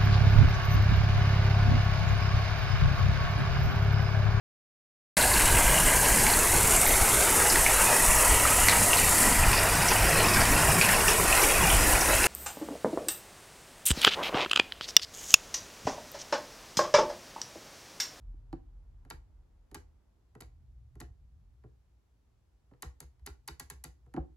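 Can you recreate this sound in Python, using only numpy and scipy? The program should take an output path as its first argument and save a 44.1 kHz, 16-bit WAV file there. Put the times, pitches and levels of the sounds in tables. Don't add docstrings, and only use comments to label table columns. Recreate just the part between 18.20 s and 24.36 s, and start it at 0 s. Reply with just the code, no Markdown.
import sys
import numpy as np
from scipy import signal
from scipy.fft import rfft, irfft, next_fast_len
from scipy.io import wavfile
from scipy.ndimage import uniform_filter1d

SR = 44100
rng = np.random.default_rng(int(sys.argv[2]) if len(sys.argv) > 2 else 0)


def master_out(mix):
    frames = np.transpose(np.atleast_2d(mix))
    ceiling = np.clip(frames, -1, 1)
    pcm = np.round(ceiling * 32767).astype(np.int16)
    wavfile.write(sys.argv[1], SR, pcm)


N = 271656

# start_s, snap_db, jolt_db, rebound_lag_s, rebound_vs_snap_db,
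#               seat_lag_s, knock_db, clink_db, thud_db, rock_db
STEPS = [(0.9015, -21, -22.5, 0.0011, -15, 0.0077, -18, -28, -22, -14.5),
         (1.545, -22.5, -21, .0031, -1, 0.01, -23.5, -32, -20.5, -19),
         (2.205, -30.5, -27.5, 0.0038, 4, 0.016, -32, -36.5, -23, -19.5),
         (2.8017, -27.5, -26.5, 0.0034, -0.5, .0116, -25, -35.5, -19, -20),
         (4.6228, -17.5, -22.5, 0.0036, -10, 0.0065, -16.5, -27.5, -20.5, -9),
         (4.8032, -21.5, -30.5, 0.0033, -18, 0.024, -36, -52, -27, -19),
         (5.062, -24.5, -24, .0027, 5, 0.011, -20.5, -26.5, -22, -14),
         (5.2769, -17.5, -22, 0.004, -7.5, .0086, -20, -20, -23, -16),
         (5.3970, -18, -21.5, 0.0028, -3, 0.0088, -23.5, -33.5, -27.5, -19.5),
         (5.5004, -18, -23, 0.0032, -10, 0.0095, -30.5, -36, -27, -18.5),
         (5.6392, -20, -25, .0024, -1.5, 0.011, -34, -33, -23.5, -17)]
# start_s, panel_db, hardness_hz, spring_db, case_db
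TICKS = [(.3280, -29.5, 4000, -46, -19.5), (0.85, -38.5, 2100, -52.5, -28.5),
         (1.514, -38, 4000, -42.5, -22.5), (2.1515, -30, 1780, -45.5, -21), (2.7544, -41.5, 2620, -49, -26),
         (3.4376, -39, 1600, -64, -21.5), (4.5118, -40.5, 1294, -69, -24.5),
         (4.5360, -41.5, 2200, -73, -37.5), (4.995, -50.5, 4000, -60, -50.5),
         (5.863, -43.5, 1295, -61.5, -32.5), (5.939, -22.5, 1600, -38.5, -15.5),
         (5.964, -22.5, 2000, -53, -19)]
# start_s, level_db, hardness_hz
BUMPS = [(.140, -35.5, 495), (.3283, -13.5, 1530), (.3343, -11.5, 630), (5.9430, -12, 450),
         (5.9690, -11.5, 495), (5.9725, -8.5, 1460), (5.978, -2, 800)]
# start_s, level_db
SHOVES = [(5.015, -17), (5.986, -4)]

# pitch_hz, width_hz, gain_db
SPRING_MODES = [(4480, 1900, -16), (6450, 310, 0.5), (6910, 2070, -3.5), (7760, 750, -0.5),
                (10060, 1060, -3.5), (11620, 760, -6), (12960, 230, -11.5), (14800, 1300, -21)]
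PANEL_MODES = [(772, 10.6, 0.5), (800, 154, 3.5), (919, 142, 5.5), (1106, 250, -2), (1390, 71, 0.5),
               (1617, 252, -2.5), (2000, 400, -2.5), (2635, 92, -6.5), (2995, 100, -4.5), (4000, 990, -4.5),
               (4380, 840, -1), (7800, 2060, -8.5)]
SHAFT_MODES = [(2290, 320, 2.5), (3670, 146, 2.5), (4550, 380, 7)]
CASE_MODES = [(119.8, 9.7, 2.5), (153.8, 15.8, -0.5), (265.3, 34, -4.5), (334.7, 16, -3.5), (399.4, 39, -5),
              (491.5, 14.7, -9.5), (540, 31, -14.5), (711, 34, -8), (750, 50, -7), (1060, 590, -17.5),
              (1340, 110, -24.5)]
CHASSIS_MODES = [(152.7, 15, 0), (267.5, 30.6, 3), (334.4, 28.7, 3), (544, 71, -12.5), (543.5, 17, -10),
                 (723, 240, -21.5), (761, 48, -3), (960, 350, -16), (1200, 360, -16.5), (1600, 590, -27)]

# freq_hz, gain_db
ROOM_GAIN = [(60, -22.5), (300, -5.5), (700, -6), (1700, -1.5), (3000, -6.5), (5000, -5), (8000, -12.5),
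             (11000, -11), (15000, -14.5)]
# freq_hz, t60_s
ROOM_DECAY = [(100, 0.49), (700, 0.24), (2000, 0.22), (6000, 0.23), (16000, 0.16)]
# freq_hz, side_vs_mid_db
PORT_WIDTH = [(60, -23), (300, -18.5), (800, -6.5), (1200, -5.5), (1600, 0), (2400, -3.5), (4500, -2),
              (6500, -13.5), (8200, 1.5), (10400, -8), (12000, -3), (16000, 13)]
# freq_hz, left_vs_right_db
PORT_BALANCE = [(100, 0), (330, -2), (750, -2.5), (1500, -3), (4000, 5.5), (10000, -2)]

# time_s, level_db
RUMBLE_LEVEL = [(0, -45.5), (.17, -45), (.3, -49), (.9, -53), (1.15, -56.5), (1.47, -61), (1.62, -53.5),
                (1.85, -67), (2.1, -65.5), (2.25, -55.5), (2.85, -52), (2.95, -55), (3.45, -59),
                (3.9, -68.5), (4.6, -65.5), (5.3, -61), (5.55, -59.5), (6.16, -58.5)]
AIR_LEVEL = [(0.0, -75.5), (1.44, -76.5), (2.6, -81)]
# freq_hz, relative_density_db
DEEP_RUMBLE_SPECTRUM = [(22, -63), (32, -8), (41, 7), (52, -2.5), (70, -10), (120, -15), (170, -32),
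                        (300, -39), (600, -96)]
LATE_RUMBLE_SPECTRUM = [(22, -50), (35, -17), (45, -12), (58, 3.5), (72, -0.5), (90, -11), (115, -9.5),
                        (150, -22), (300, -43), (600, -74)]
AIR_SPECTRUM = [(100, -1.5), (200, 3), (380, -1), (550, -7), (850, -7), (1400, -14.5), (2500, -25.5),
                (5000, -32.5), (12000, -80)]
HISS_SPECTRUM = [(300, 0), (1500, -3.5), (3000, -6), (7000, -8.5), (9000, -9.5), (11800, -10),
                 (13000, -21.5), (16000, -19)]

PANEL_PATCH_HZ = 675


def snaps(hardness_hz):
    return [hit for s, db, _, lag_s, rebound_db, *_ in STEPS
            for hit in ((s, db, hardness_hz), (s + lag_s, db + rebound_db, hardness_hz))]


def detent():
    skids = contacts(snaps(hardness_hz=17400), chatter_s=0.00089, rough=8)
    brushes = contacts([(s, db, 14000) for s, _, _, db, _ in TICKS], chatter_s=0.0021, rough=0.97)
    jolts = contacts([(s, db, 5000) for s, _, db, *_ in STEPS],
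                     chatter_s=0.0033, rough=3.9, even_hz=PANEL_PATCH_HZ)
    spring = cut(resonate(skids + brushes, SPRING_MODES), 5000, "high")
    return spring + panel(jolts)


def shaft():
    seatings = [(s + lag_s, knock_db, clink_db) for s, *_, lag_s, knock_db, clink_db, _, _ in STEPS]
    knocks = contacts([(s, db, 2600) for s, db, _ in seatings],
                      chatter_s=0.00086, rough=2.0, even_hz=PANEL_PATCH_HZ)
    ticks = contacts([row[:3] for row in TICKS], chatter_s=0.0023, rough=1.0)
    clinks = contacts([(s, db, 9000) for s, _, db in seatings], chatter_s=0.001, rough=1.03)
    return panel(knocks + ticks) + resonate(clinks, SHAFT_MODES)


def panel(force):
    return cut(resonate(force, PANEL_MODES), 280, "high")


def case(thud_lag_s=0.007, settle_lag_s=0.019, nudge_lag_s=0.00523):
    thuds = [(s + thud_lag_s, db, 630) for s, *_, db, _ in STEPS]
    settles = [(s + settle_lag_s, db - 2, 408) for s, *_, db, _ in STEPS]
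    nudges = [(s + nudge_lag_s, db, 450) for s, *_, db in TICKS]
    return resonate(contacts(thuds + settles + nudges, chatter_s=0.0081, rough=1.0), CASE_MODES)


def rocking(lag_s=0.0343, pitch_hz=64.5, width_hz=12.5):
    pushes = [(s + lag_s, db) for s, *_, db in STEPS] + SHOVES
    force = contacts([(s, db, 200) for s, db in pushes], chatter_s=0.0013, rough=0.02)
    swing = resonate(force, [(pitch_hz, width_hz, 0)])
    return cut(swing, [42, 90], "band")


def knob():
    return resonate(contacts(BUMPS, chatter_s=0.0072, rough=0.12), CHASSIS_MODES)


def contacts(hits, chatter_s, rough, even_hz=400):
    out = np.zeros(N + SR)
    t = np.arange(-SR // 64, SR // 16) / SR
    age_s = np.maximum(t, 0)
    even_bins = max(1, round(even_hz * len(t) / SR))
    for (start_s, level_db, hardness_hz), noise in zip(hits, rng.standard_normal((len(hits), len(t)))):
        chatter = noise * np.exp(-age_s / chatter_s) * (1 - np.exp(-4 * age_s / chatter_s))
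        spectrum = rfft((t == 0) + rough * chatter / np.linalg.norm(chatter))
        spectrum /= np.sqrt(uniform_filter1d(np.abs(spectrum) ** 2, even_bins))
        at = round((start_s + t[0]) * SR)
        out[at:at + len(t)] += from_db(level_db) * cut(irfft(spectrum, len(t)), hardness_hz, "low")
    return out[:N]


def resonate(force, modes):
    click = signal.unit_impulse(SR // 2) + 1e-18
    response = 0
    for k, (pitch_hz, width_hz, gain_db) in enumerate(modes):
        radius = np.exp(-np.pi * width_hz / SR)
        feedback = [1, -2 * radius * np.cos(2 * np.pi * pitch_hz / SR), radius ** 2]
        ring = (1 - radius ** 2) * signal.lfilter([1, 0, -1], feedback, click)
        response += (-1) ** k * from_db(gain_db) * ring
    return signal.oaconvolve(force, response / np.linalg.norm(response))[:N]


def spill():
    force = contacts(snaps(hardness_hz=15000), chatter_s=0.00022, rough=0.99)
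    return cut(force, 1500, "high", order=1)


def ports(x):
    side = colour(x, PORT_WIDTH, phase_factor=1j)
    return np.array([colour(x + sign * side, [(hz, sign * db / 2) for hz, db in PORT_BALANCE])
                     for sign in (1, -1)])


def room(x, build_s=0.0016):
    t = np.arange(SR // 2) / SR
    edges_hz = np.geomspace(40, 19000, num=14)
    tail = 0
    for low_hz, high_hz in zip(edges_hz, edges_hz[1:]):
        centre_hz = np.sqrt(low_hz * high_hz)
        fade = from_db(-60 * t / at_hz(ROOM_DECAY, centre_hz)) * (1 - np.exp(-t / build_s))
        noise = unit_rms(cut(rng.standard_normal((2, len(t))), [low_hz, high_hz], "band"))
        gain = from_db(at_hz(ROOM_GAIN, centre_hz)) * np.sqrt(2 * (high_hz - low_hz) / SR)
        tail += gain * noise * fade / np.linalg.norm(fade)
    return signal.oaconvolve(x[None], tail, axes=1)[:, :N]


def swaying_room(x, sway_hz=0.8):
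    angle = 2 * np.pi * sway_hz * np.arange(N) / SR
    return np.cos(angle) * room(x) + np.sin(angle) * room(x)


def rumble():
    deep_share = np.interp(np.arange(N) / SR, [1.1, 2.1], [1, 0.15])
    deep = np.sqrt(deep_share) * noise_bed(DEEP_RUMBLE_SPECTRUM, side_db=-19)
    late = np.sqrt(1 - deep_share) * noise_bed(LATE_RUMBLE_SPECTRUM, side_db=-17.5)
    noise = cut(cut(deep + late, 34, "high", order=8), 450, "low")
    running_rms = np.sqrt(uniform_filter1d(np.mean(noise ** 2, axis=0), SR // 4))
    return envelope(RUMBLE_LEVEL) * noise / running_rms


def air():
    return envelope(AIR_LEVEL) * noise_bed(AIR_SPECTRUM, side_db=-2.5)


def hiss(level_db=-87):
    return from_db(level_db) * noise_bed(HISS_SPECTRUM, side_db=-1.5)


def noise_bed(spectrum, side_db):
    mid, side = colour(rng.standard_normal((2, N)), spectrum)
    return unit_rms(mid) + from_db(side_db) * unit_rms(side) * [[1], [-1]]


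def colour(x, spectrum, phase_factor=1):
    size = next_fast_len(x.shape[-1] + SR // 8)
    gain = from_db(at_hz(spectrum, np.fft.rfftfreq(size, 1 / SR)))
    return irfft(rfft(x, size) * phase_factor * gain, size)[..., :x.shape[-1]]


def cut(x, hz, kind, order=2):
    return signal.sosfilt(signal.butter(order, np.clip(hz, 10, .45 * SR), kind, fs=SR, output="sos"), x)


def at_hz(rows, hz):
    known_hz, values = np.transpose(rows)
    return np.interp(np.log(np.maximum(hz, 1)), np.log(known_hz), values)


def envelope(rows):
    return from_db(np.interp(np.arange(N) / SR, *np.transpose(rows)))


def from_db(db):
    return 10 ** (np.asarray(db) / 20)


def unit_rms(x):
    return x / np.sqrt(np.mean(x ** 2) + 1e-20)


def scene(box_send_db=0.5, knob_send_db=-2.5, spill_send_db=-0.5):
    box = detent() + shaft() + case() + rocking()
    bumps = knob()
    to_walls = from_db(box_send_db) * box + from_db(knob_send_db) * bumps
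    to_walls += from_db(spill_send_db) * spill()
    return ports(box + bumps) + swaying_room(to_walls) + rumble() + air() + hiss()


def record(dry, notch_hz=9200, notch_q=5, cutoff_hz=16500):
    mid, side = (dry[0] + dry[1]) / 2, (dry[0] - dry[1]) / 2
    mid = signal.lfilter(*signal.iirnotch(notch_hz, notch_q, fs=SR), mid)
    lowpass = signal.ellip(10, 0.3, 70, cutoff_hz, fs=SR, output="sos")
    return signal.sosfilt(lowpass, np.array([mid + side, mid - side]))


dry = scene()
out = record(dry)
master_out(out)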